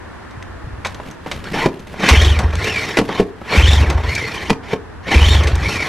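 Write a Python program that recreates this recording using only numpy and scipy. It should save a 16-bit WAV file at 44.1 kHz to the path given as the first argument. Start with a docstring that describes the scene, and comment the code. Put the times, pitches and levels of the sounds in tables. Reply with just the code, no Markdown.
"""A braided starter rope rubs and zips through its guide as a man pulls a snowmobile's starter three times.
He draws in slack until the pawls knock, then hauls; each compression of the two-stroke sends a low puff
through the exhaust, but it never fires. A spring winds the rope back and the handle slaps home.
Friction is coloured noise shaped by housing resonances, the whistle is a tone that follows rope speed,
knocks are decaying modes and noise; small parts, boots and jacket sound too, in an outdoor wash."""
import sys
import numpy as np
from scipy import signal
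from scipy.fft import rfft, irfft, next_fast_len
from scipy.io import wavfile
from scipy.ndimage import uniform_filter1d

SR = 44100
rng = np.random.default_rng(int(sys.argv[2]) if len(sys.argv) > 2 else 0)


def log_audio(samples):
    """Write samples as a 16-bit WAV file to the path given in sys.argv[1]."""
    # one column per channel
    frames = np.atleast_2d(samples).T
    # limit to full scale, then quantise
    limited = np.clip(frames, -1, 1)
    pcm = np.round(limited * 32767).astype(np.int16)
    wavfile.write(sys.argv[1], SR, pcm)


N = 259550
TIME = np.arange(N) / SR

# outdoor wash, relative spectrum: [f/Hz, level/dB]
YARD = [(100, -6), (160, 2), (330, 0), (470, -2), (600, -4), (980, -0.5), (1300, -3), (1800, -3),
        (2050, -10), (2400, -13.5), (3200, -19), (5000, -26), (11500, -36.5), (15000, -66)]
# low rumble of the air, relative spectrum: [f/Hz, level/dB]
RUMBLE_COLOUR = [(15, -8), (30, -32.5), (55, 0), (88, 2.5), (110, -6), (160, -19), (300, -16), (800, -77)]
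# swell of wash and rumble about their mean: [t/s, level/dB]
YARD_SWELL = [(0, 3), (1.0, 2.5), (1.85, -2), (3.35, -1), (4.9, 1), (5.89, -1)]
# stereo width of the wash: [f/Hz, relative side level/dB]
YARD_SIDE = [(60, -6), (110, -11), (200, 1.5), (380, 5), (700, -1), (1290, -7), (2380, -3), (4400, 3.5),
             (8120, 2), (15000, 5)]
YARD_DB, RUMBLE_DB = -41, -39.5  # levels before swell, gusts and side signal

# rattles of latch, pawls and rope guide: [t/s, relative level/dB, ring t60/s, treble above middle/dB]
CLICKS = [(0.308, -34.5, .06, 3), (.425, -24, 0.027, 4), (0.848, -12.5, 0.11, -4.5),
          (.857, -14, 0.039, -16), (.868, -19.5, 0.033, 19), (.945, -22, .033, 2), (1.1107, -30, 0.027, 24),
          (1.261, -31, 0.11, -3), (1.3136, -11, 0.068, -1.5), (1.4406, -18, 0.028, 3),
          (1.7928, -32.5, 0.029, 9), (1.8707, -24, 0.02, 2), (1.9448, -42, 0.027, -14),
          (2.033, -12.5, 0.083, -15), (2.0873, 4, .049, 3), (2.0979, -1, 0.028, 7),
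          (2.389, -10.5, 0.059, 6), (2.554, -11, 0.014, 13), (2.6426, -17, 0.07, 12),
          (3.8994, -9, 0.043, 3.5), (4.151, -12.5, 0.04, 18), (5.4347, -15, 0.036, 9),
          (5.471, -10.5, 0.086, 0.5), (5.554, -19, 0.022, 24), (5.7344, -23.5, 0.071, 19)]
# rattling parts, relative spectrum: [f/Hz, level/dB]
CLACK = [(200, 3), (800, 10.5), (2000, 1), (3800, 6.5), (6000, -2.5), (9000, -11.5), (12000, -15),
         (15000, -50)]
# resonances of the small rattling parts: [f/Hz, width/Hz, lift/dB]
CLINK = [(1105, 68, 9.5), (1470, 150, 7), (1996, 100, 9), (2560, 150, 7.5), (3730, 220, 2),
         (3800, 110, 2.5), (6300, 240, 11.5), (7870, 530, 5)]
# soft low bumps as he leans on the machine and steps back: [t/s, relative level/dB, f/Hz]
LEANS = [(0.373, -23.5, 110), (0.641, -19.5, 60.3), (.668, -20.5, 121), (0.731, -22, 60), (0.782, -22, 93)]
# boots on concrete and bumps against the body: [t/s, relative level/dB, t60/s]
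BUMPS = [(0.851, -22, 0.069), (0.9993, -9.5, 0.029), (1.2606, -11.5, 0.067), (1.316, -19.5, 0.097),
         (1.539, -22, 0.39), (1.941, -17, 0.044), (2.095, -18, 0.039), (2.392, -11, 0.21),
         (3.089, -11.5, 0.13), (3.4148, -18.5, 0.054), (3.83, -14.5, 0.22), (3.9, -13.5, 0.27),
         (5.406, -11, 0.092), (5.472, -25, 0.073)]
# those dull landings, relative spectrum: [f/Hz, level/dB]
THUD = [(60, -12), (140, -1), (450, 0), (900, -2), (1300, -7), (2200, -17), (6000, -40), (15000, -65)]
# arm movements that rustle the jacket: [t/s, level/dB, half length/s]
GESTURES = [(0.933, -38.5, 0.11), (1.075, -36, 0.054), (1.345, -31.5, 0.11), (1.57, -26, 0.071),
            (1.746, -39, 0.16), (1.924, -36, 0.043), (3.064, -32.5, 0.044), (3.274, -43.5, .06),
            (3.428, -42, .06)]
# rubbing canvas, relative spectrum: [f/Hz, level/dB]
CLOTH = [(200, 12.5), (1000, -5.5), (2800, -5), (5000, -15), (8000, -22), (12000, -23.5), (15000, -40)]

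# slack drawn out until the pawls hold:
# [start t/s, end t/s, relative friction level at end/dB, swell on the way/dB,
#  braid rate at end f/Hz, whistle relative to friction/dB]
TAKEUPS = [(1.455, 1.492, -36, -3.5, 1900, 1), (1.542, 1.658, -19.5, 4, 986, -2.5),
           (3.087, 3.196, -23.5, 5.5, 1098, -5), (4.638, 4.737, -25, 13.5, 982, -9)]
# resonances of the starter housing: [f/Hz, width/Hz, lift/dB]
HOUSING = [(430, 22, 4.5), (865, 41, 4), (1066, 41, 6), (1400, 68, 6), (1798, 530, 10), (2220, 300, 4.5),
           (2420, 93, 4), (3086, 31, 7.5), (3760, 45, 6), (4300, 50, 10.5), (4630, 55, 5), (5410, 77, 10),
           (6750, 56, -13.5), (7650, 120, 4.5)]
# rope friction, relative spectrum: [f/Hz, level/dB]
RUB = [(76, -14), (130, -3), (252, -5), (407, -3.5), (538, -8.5), (771, -9), (1460, -11.5), (2410, -3),
       (3670, -7.5), (5060, -23), (5590, -22), (8010, -36.5), (11700, -39.5), (15500, -63)]
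# pawls taking hold or handle slapping home:
# [t/s, relative thud level/dB, thud f/Hz, relative crack level/dB, crack t60/s]
KNOCKS = [(1.6592, 1, 382, -13, 0.046), (2.97, -35, 536, -7, 0.093), (2.987, -5.5, 276, -3.5, 0.035),
          (2.996, -4, 456, -25, .04), (3.012, -5.5, 280, -39, .04), (3.09, -16, 418, -16, 0.014),
          (3.198, 2, 414, -17, 0.082), (4.497, -22, 545, -8.5, 0.025), (4.502, -1, 454, -3.5, 0.035),
          (4.512, -7.5, 260, -38, .04), (4.732, -3.5, 433, -24, 0.064)]
# plastic crack, relative spectrum: [f/Hz, level/dB]
CRACK = [(120, -35), (300, 7.5), (900, 1.5), (1400, -3.5), (2200, -0.5), (4200, -9.5), (7000, -19),
         (11500, -27.5), (15000, -47)]
# hollow bodywork, relative spectrum: [f/Hz, level/dB]
HOLLOW = [(90, -4), (180, 7), (280, -2), (600, -7.5), (950, -11.0), (2500, -58)]
# modes of the bodywork: [f/Hz, relative level/dB, t60/s]
BODY = [(215, -5, .17), (268, 0, .17), (345, -6, .12), (415, -4, .15), (480, -7, .1), (560, -7, .09),
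        (646, -11, .11), (786, -9, .11), (885, -7, .1), (1070, -10, .14), (1770, -15, .12),
        (2400, -16, .12)]

# hauls on the rope:
# [first compression t/s, taut before that/s, relative friction level/dB, extra friction against it/dB,
#  time from there to top speed/s, unchecked braid rate at top speed f/Hz, further compressions driven by arm]
HAULS = [(2.108, 0.089, -22, 11, 0.13, 3620, 4), (3.572, .06, -22, 10, 0.15, 3750, 5),
         (5.152, .05, -21, 6, 0.16, 3804, 5)]
# last compressions as the crank coasts to rest: [time since the one before/s, level/dB]
COAST = [(.064, -7.5), (0.0754, -5.5), (.09, -14)]
# intervals under the arm: the first, the shortening per compression, and the shortest allowed
FIRST_GAP_S, QUICKEN_S, FAST_GAP_S = .0566, 0.00716, .0421
# shaking chassis, relative spectrum: [f/Hz, level/dB]
SHAKE = [(15, -20), (35, -26), (60, -2.5), (92, 0.5), (115, -2.5), (160, -9.5), (300, -50), (800, -90)]
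# spring rewinds: [top speed t/s, handle home t/s, relative friction level/dB, braid rate at top speed f/Hz]
REWINDS = [(2.686, 2.987, -24, 2846), (4.153, 4.51, -26.5, 2450), (5.715, 5.998, -24, 2726)]

# decay of the outdoor echoes: [f/Hz, t60/s]
ECHO_T60 = [(100, 0.16), (400, 0.55), (2000, 0.17), (8000, 0.2)]
# gain of the machine's echoes at the sides: [f/Hz, level/dB]
ECHO_SIDE = [(150, -42), (350, -30), (700, -22.5), (2200, -27), (4500, -15.5), (8000, -11.5), (13000, -9)]
EDGE_HZ = 15795  # upper band limit


def amp(db):
    """Level in decibels converts to an amplitude ratio."""
    return 10 ** (np.asarray(db) / 20)


def unit(x):
    """Division by the root mean square normalizes a signal to rms 1."""
    return x / np.sqrt(np.mean(x ** 2) + 1e-20)


def read(points, hz):
    """Linear interpolation on a logarithmic frequency axis."""
    f, value = np.transpose(points)
    return np.interp(np.log(hz + 1), np.log(f + 1), value)


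def colour(x, points):
    """Spectral shaping: each frequency component is scaled by a tabulated gain."""
    hz = np.fft.rfftfreq(x.shape[-1], 1 / SR)
    return irfft(rfft(x) * amp(read(points, hz)), x.shape[-1])


def noise(points, size=N):
    """White noise filtered to a given spectrum at rms 1."""
    white = rng.standard_normal(next_fast_len(size))
    return unit(colour(white, points)[:size])


def wander(hz, size=N):
    """Random fluctuation of rms 1, interpolated between hz independent values a second."""
    knots = rng.standard_normal(12000)
    return unit(np.interp(TIME[:size] * hz, np.arange(len(knots)), knots))


def add(mix, s, sound):
    """Superposition: a sound is summed into the mix from time s."""
    part = mix[max(round(s * SR), 0):][:len(sound)]
    part += sound[:len(part)]


def gate(s, start, end, fade):
    """Linear envelope: full from start to end, with a fade outside each edge."""
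    return np.clip(1 + np.minimum(s - start, end - s) / fade, 0, 1)


def bell(t, width):
    """Gaussian hump of height 1 at t = 0, falling to 1/e at the given width."""
    return np.exp(-(t / width) ** 2)


def peaks(modes, hz):
    """Resonance: the lifts in dB of a set of bell-shaped response peaks add."""
    return sum(db / (1 + (2 * (hz - f) / width) ** 2) for f, width, db in modes)


def resonate(x, modes):
    """Resonant filtering: a set of modes selects frequencies of x, at rms 1."""
    size = next_fast_len(len(x))
    gain = amp(peaks(modes, np.fft.rfftfreq(size, 1 / SR)))
    return unit(irfft(rfft(x, size) * gain, size)[:len(x)])


def burst(points, t60, rise):
    """Impact noise: a coloured random signal rises quickly and decays exponentially."""
    t = TIME[:SR // 3]
    return noise(points, size=len(t)) * amp(-60 * t / t60) * (1 - np.exp(-t / rise))


def yard(side_db=-1.5, rumble_side_db=-7, gust_db=2.5):
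    """Diffuse field: independent mid and side noise widen an outdoor wash and a low, gusty rumble of air."""
    above = signal.butter(4, 140, "high", fs=SR, output="sos")
    mid, side = (unit(signal.sosfilt(above, noise(YARD))) for _ in range(2))
    side = amp(side_db) * colour(side, YARD_SIDE)
    wash = amp(YARD_DB) * np.array([mid + side, mid - side])
    mid, side = noise(RUMBLE_COLOUR), amp(rumble_side_db) * noise(RUMBLE_COLOUR)
    gusts = amp(RUMBLE_DB + gust_db * wander(4.2))
    rumble = gusts * np.array([mid + side, mid - side])
    swell = amp(np.interp(TIME, *np.transpose(YARD_SWELL)))
    return swell * (wash + rumble)


def rattles(click_db=-4.5, ring_hz=2150, ring_width_hz=700, ring_db=9.5, tick_t60=0.0028):
    """Impact of small hard parts: a tick decays at once, and resonant chatter rings on."""
    out, t = np.zeros(N), TIME[:SR // 4]
    modes = CLINK + [(ring_hz, ring_width_hz, ring_db)]
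    for s, db, t60, treble_db in CLICKS:
        chatter = resonate(noise(CLACK, size=len(t)), modes)
        clack = colour(chatter, [(1500, -treble_db / 2), (6000, treble_db / 2)])
        fall = amp(-60 * t / t60) + .5 * amp(-60 * t / tick_t60)
        rise = 1 - np.exp(-t / 0.00081)
        add(out, s, amp(db + click_db) * fall * rise * clack)
    return out


def scatter(x):
    """Sparse reflections off ground, hood and buildings, with frequency-dependent decay."""
    t = TIME[:SR // 2]
    present = (rng.random(len(t)) < 3000 / SR) * (t > .002)  # about 3000 echoes a second
    taps = rng.choice([-1., 1.], len(t)) * present
    hz, frames, z = signal.stft(taps, SR, nperseg=256)
    decay = amp(-60 * frames / read(ECHO_T60, hz)[:, None])
    tail = signal.istft(z * decay, SR, nperseg=256)[1]
    return signal.oaconvolve(x, tail / np.linalg.norm(tail))[:N]


def leans(t60=0.062):
    """Damped oscillation: his weight rocks the chassis briefly at a low frequency."""
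    out, t = np.zeros(N), TIME[:SR // 6]
    rise = 2 * (1 - np.exp(-t / 0.0039))
    for s, db, hz in LEANS:
        add(out, s, amp(db - 60 * t / t60) * np.sin(2 * np.pi * hz * t) * rise)
    return out


def bumps(bump_db=-6.5):
    """Soft impact: boots and knees land with a dull burst, weak in the treble."""
    out = np.zeros(N)
    for s, db, t60 in BUMPS:
        add(out, s, amp(db + bump_db) * burst(THUD, t60, rise=0.0013))
    return out


def jacket(crinkle_db=3.5):
    """Friction noise: canvas rubs as the arms move, and each movement swells and fades."""
    motion = sum(amp(db) * bell(TIME - s, half) for s, db, half in GESTURES)
    return motion * unit(noise(CLOTH) * amp(crinkle_db * wander(250)))


def takeup(start, end, db, swell_db, end_hz, whistle_db, fade_s=0.014, start_share=0.72,
           drone_db=-1, fizz_db=-14):
    """Uniform acceleration: in a gentle draw the braid rate rises linearly."""
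    s = np.arange(start - fade_s, end + fade_s, 1 / SR)
    way = np.clip((s - start) / (end - start), 0, 1)
    rub = db - swell_db * (1 - way)
    hz = end_hz * (start_share + (1 - start_share) * way)
    gains = amp([rub, rub + drone_db, rub + fizz_db, rub + whistle_db])
    return s[0], hz, gains * gate(s, start, end, fade_s)


def shimmer(x, patchy_db):
    """Varying coupling: resonances come and go as the rope changes length and contact."""
    z = signal.stft(x, nperseg=512, noverlap=384)[2]
    patches = uniform_filter1d(rng.standard_normal(z.shape), size=3, axis=0)  # across frequency
    patches = unit(uniform_filter1d(patches, size=9, axis=1))  # across time
    return signal.istft(z * amp(patchy_db * patches), nperseg=512, noverlap=384)[1][:len(x)]


def rope(moves, grain_db=1.0, flutter_db=2.0, drone_db=-0.5, rub_db=-4.0, fizz_db=-2.0):
    """Stick-slip friction: fibres catch and slip in the guide and shake the starter housing."""
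    size = next_fast_len(N)
    hz = np.fft.rfftfreq(size, 1 / SR)
    slips = rng.standard_normal(N) * amp(grain_db * wander(1400) + flutter_db * wander(110))
    slips = shimmer(slips, patchy_db=3.0)
    friction = rfft(slips, size) * amp(read(RUB, hz) + peaks(HOUSING, hz))
    low = 1 / (1 + (hz / 1300) ** 8)
    high = 1 / (1 + (hz / 5000) ** 8)
    # rub in the middle band, drone below and fizz above, in the order of each run's gains
    bands = [(high - low, rub_db), (low, drone_db), (1 - high, fizz_db)]
    out = np.zeros(N)
    for k, (band, db) in enumerate(bands):
        power = np.zeros(N)
        for start, _, gains in moves:
            add(power, start, gains[k] ** 2)
        out += amp(db) * np.sqrt(power) * unit(irfft(friction * band, size)[:N])
    return out


def zips(moves, rough_db=4.5, octave_db=-15, level_db=-2.5):
    """Periodic excitation: the braid ticks through the guide in a rough whistle pitched by rope speed."""
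    out = np.zeros(N)
    for start, hz, gains in moves:
        size = len(hz)
        jitter = 1 + .048 * wander(1500, size=size) + .013 * wander(70, size=size)
        turn = 2 * np.pi * np.cumsum(hz * jitter) / SR
        tone = np.sin(turn) + amp(octave_db) * np.sin(2 * turn)
        tone = tone * amp(rough_db * wander(301.2, size=size))
        tone = resonate(tone, HOUSING)  # it flares each time it crosses a resonance
        add(out, start, amp(level_db) * gains[-1] * tone)
    return out


def knocks(thud_t60=0.052, thud_rise=0.0013, upper_ratio=1.62, upper_db=-14, ring_db=-20,
           hollow_db=-9.5, hollow_t60=0.1):
    """Modal excitation: a stiff two-note thud and plastic crack set the hollow bodywork ringing."""
    out, t = np.zeros(N), TIME[:SR // 3]
    ring = sum(amp(db - 60 * t / t60) * np.sin(2 * np.pi * hz * t) for hz, db, t60 in BODY)
    envelope = amp(-60 * t / thud_t60) * (1 - np.exp(-t / thud_rise))
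    for s, thud_db, hz, crack_db, crack_t60 in KNOCKS:
        turn = 2 * np.pi * hz * t
        thud = (np.sin(turn) + amp(upper_db) * np.sin(upper_ratio * turn)) * envelope
        hollow = burst(HOLLOW, hollow_t60, rise=0.0015)
        add(out, s, amp(thud_db) * (thud + amp(ring_db) * ring + amp(hollow_db) * hollow))
        add(out, s, amp(crack_db) * burst(CRACK, crack_t60, rise=0.00069))
    return out


def compressions(driven):
    """Crank kinematics: intervals from the first compression shorten under the arm, then lengthen in coasting."""
    hauled = np.maximum(FIRST_GAP_S - QUICKEN_S * np.arange(round(driven)), FAST_GAP_S)
    return np.cumsum(np.r_[0, hauled, [gap for gap, _ in COAST]])


def haul(catch, lead_s, db, bite_db, top_s, top_hz, driven, attack_db_per_s=300, gather_hz_per_s=11000,
         slow_hz=2280, speed_up_s=.11, slow_down_s=0.13, check=.16, check_lead_s=0.0158, check_s=0.011,
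         bite_lead_s=0.009, bite_s=0.044, release_db_per_s=56, surge_db=2,
         drone_db=1, drone_sag_db_per_s=19, fizz_db=-6.5, fizz_speed_db=6,
         whistle_db=7, whistle_speed_db=4, whistle_attack_db_per_s=130, whistle_release_db_per_s=30):
    """Load reaction: the rope bites at the first compression, is checked at each later one, then goes slack."""
    beats = compressions(driven)
    t = np.arange(-3 * lead_s, beats[-1] + 0.076, 1 / SR)  # zero at the first compression
    early, past = np.maximum(-t - lead_s, 0), np.maximum(t - top_s, 0)
    slowing = np.maximum(1 - (past / slow_down_s) ** 2, -.5)
    speed = np.where(t < top_s, bell(t - top_s, speed_up_s), slowing)
    checks = sum(bell(t - beat + check_lead_s, check_s) * (1 - beat / beats[-1]) for beat in beats)
    hz = (slow_hz + (top_hz - slow_hz) * speed - gather_hz_per_s * early) * (1 - check * checks)
    grip = db - attack_db_per_s * early
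    bite = bite_db * bell(t + bite_lead_s, bite_s)
    # the rope slips on as each compression gives
    surge = surge_db * sum(bell(t - beat, check_s) for beat in beats[1:])
    rub = grip + surge - release_db_per_s * past
    drone = grip + bite / 2 + drone_db - drone_sag_db_per_s * np.maximum(t, 0)
    fizz = rub + bite + fizz_db - fizz_speed_db * np.minimum(1 - speed, 1)
    whistle = rub + whistle_db - whistle_speed_db * (1 - speed)
    whistle += whistle_attack_db_per_s * np.minimum(t, 0) - whistle_release_db_per_s * past
    gains = amp([rub + bite, drone, fizz, whistle])
    return catch + t[0], hz, gains * signal.windows.tukey(len(t), .15)


def engine(swell=0.016, steep=2.05, overtone_db=-27, wall_delay=0.11, wall_db=-19, first_db=0.4,
           sag_db_per_s=21, slow_hz=68, fast_hz=75, rebound_s=0.038, rebound_db=-12, rebound_hz=75):
    """Pulsed flow: compressions boom through the exhaust; the last two rebound and a far wall reflects."""
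    out, t = np.zeros(N), TIME[:SR // 6]
    shape = (t / swell * np.exp(1 - t / swell)) ** steep
    for catch, *_, driven in HAULS:
        beats = compressions(driven)
        speed = np.r_[0, FAST_GAP_S / np.diff(beats)]
        driven_db = first_db - sag_db_per_s * beats[:-len(COAST)]
        levels = np.r_[driven_db, [db for _, db in COAST]]
        pitches = slow_hz + (fast_hz - slow_hz) * speed ** 2
        puffs = list(zip(beats, levels, pitches))
        puffs += [(beat + rebound_s, rebound_db, rebound_hz) for beat in beats[-2:]]
        for s, db, hz in puffs:
            turn = 2 * np.pi * hz * t
            boom = amp(db) * shape * (np.sin(turn) + amp(overtone_db) * np.sin(2 * turn))
            add(out, catch + s, boom)
            add(out, catch + s + wall_delay, amp(wall_db) * boom)
    return out


def shudder(boom, settle=0.16, level_db=-14):
    """Energy storage: the chassis absorbs the engine's jolts and shakes on after them."""
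    keep = np.exp(-1 / (settle * SR))
    energy = signal.lfilter([1 - keep], [1, -keep], boom ** 2)
    return amp(level_db) * np.sqrt(energy) * noise(SHAKE)


def rewind(top, home, db, top_hz, lead_s=.22, slow_hz=1660, speed_up_s=.105, slow_down_s=.155, full_s=0.059,
           attack_db_per_s=105, sag_db_per_s=5, drone_db=-2.5, fizz_db=-7, fizz_speed_db=5,
           whistle_db=7, whistle_speed_db=17, whistle_hold_s=.1, whistle_fade_db_per_s=60):
    """Spring recoil: the rope is snatched back, then slows exponentially until the handle is home."""
    t = np.arange(-lead_s, home - top, 1 / SR)  # zero at top speed
    speed = np.where(t < 0, np.maximum(1 + t / speed_up_s, 0), np.exp(-t / slow_down_s))
    hz = slow_hz + (top_hz - slow_hz) * speed
    rub = db + attack_db_per_s * np.minimum(t + full_s, 0) - sag_db_per_s * np.maximum(t, 0)
    fizz = rub + fizz_db - fizz_speed_db * (1 - speed)
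    whistle = rub + whistle_db - whistle_speed_db * (1 - speed) ** 2
    whistle -= whistle_fade_db_per_s * np.maximum(t - whistle_hold_s, 0)
    gains = amp([rub, rub + drone_db, fizz, whistle])
    return top + t[0], hz, gains * signal.windows.tukey(len(t), .04)


def runs():
    """Rope motion: each run is (start t/s, braid rate f/Hz, gains of rub, housing drone, fizz and whistle)."""
    pulls = [haul(*row) for row in HAULS]
    returns = [rewind(*row) for row in REWINDS]
    return pulls + returns + [takeup(*row) for row in TAKEUPS]


def scene(wet_db=-15, near_wall_delay=.027, near_wall_db=-16, boom_side_db=-33):
    """Mid-side superposition: the machine stands straight ahead and its scattered echoes spread to the sides."""
    moves = runs()
    machine = rope(moves) + zips(moves) + knocks() + rattles() + bumps() + jacket()
    boom = engine()
    mid = machine + amp(wet_db) * scatter(machine) + boom + shudder(boom) + leans()
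    add(mid, near_wall_delay, amp(near_wall_db) * machine)
    side = colour(scatter(machine), ECHO_SIDE)
    side += amp(boom_side_db) * scatter(boom)
    return np.array([mid + side, mid - side]) + yard()


def record(dry):
    """Saturation rounds off the loudest peaks at full scale; a low-pass filter then limits the band."""
    held = dry / (1 + dry ** 8) ** (1 / 8)
    lowpass = signal.firwin(511, EDGE_HZ, window=("kaiser", 9), fs=SR)
    return signal.oaconvolve(held, lowpass[None], "same")


dry = scene()
out = record(dry)
log_audio(out)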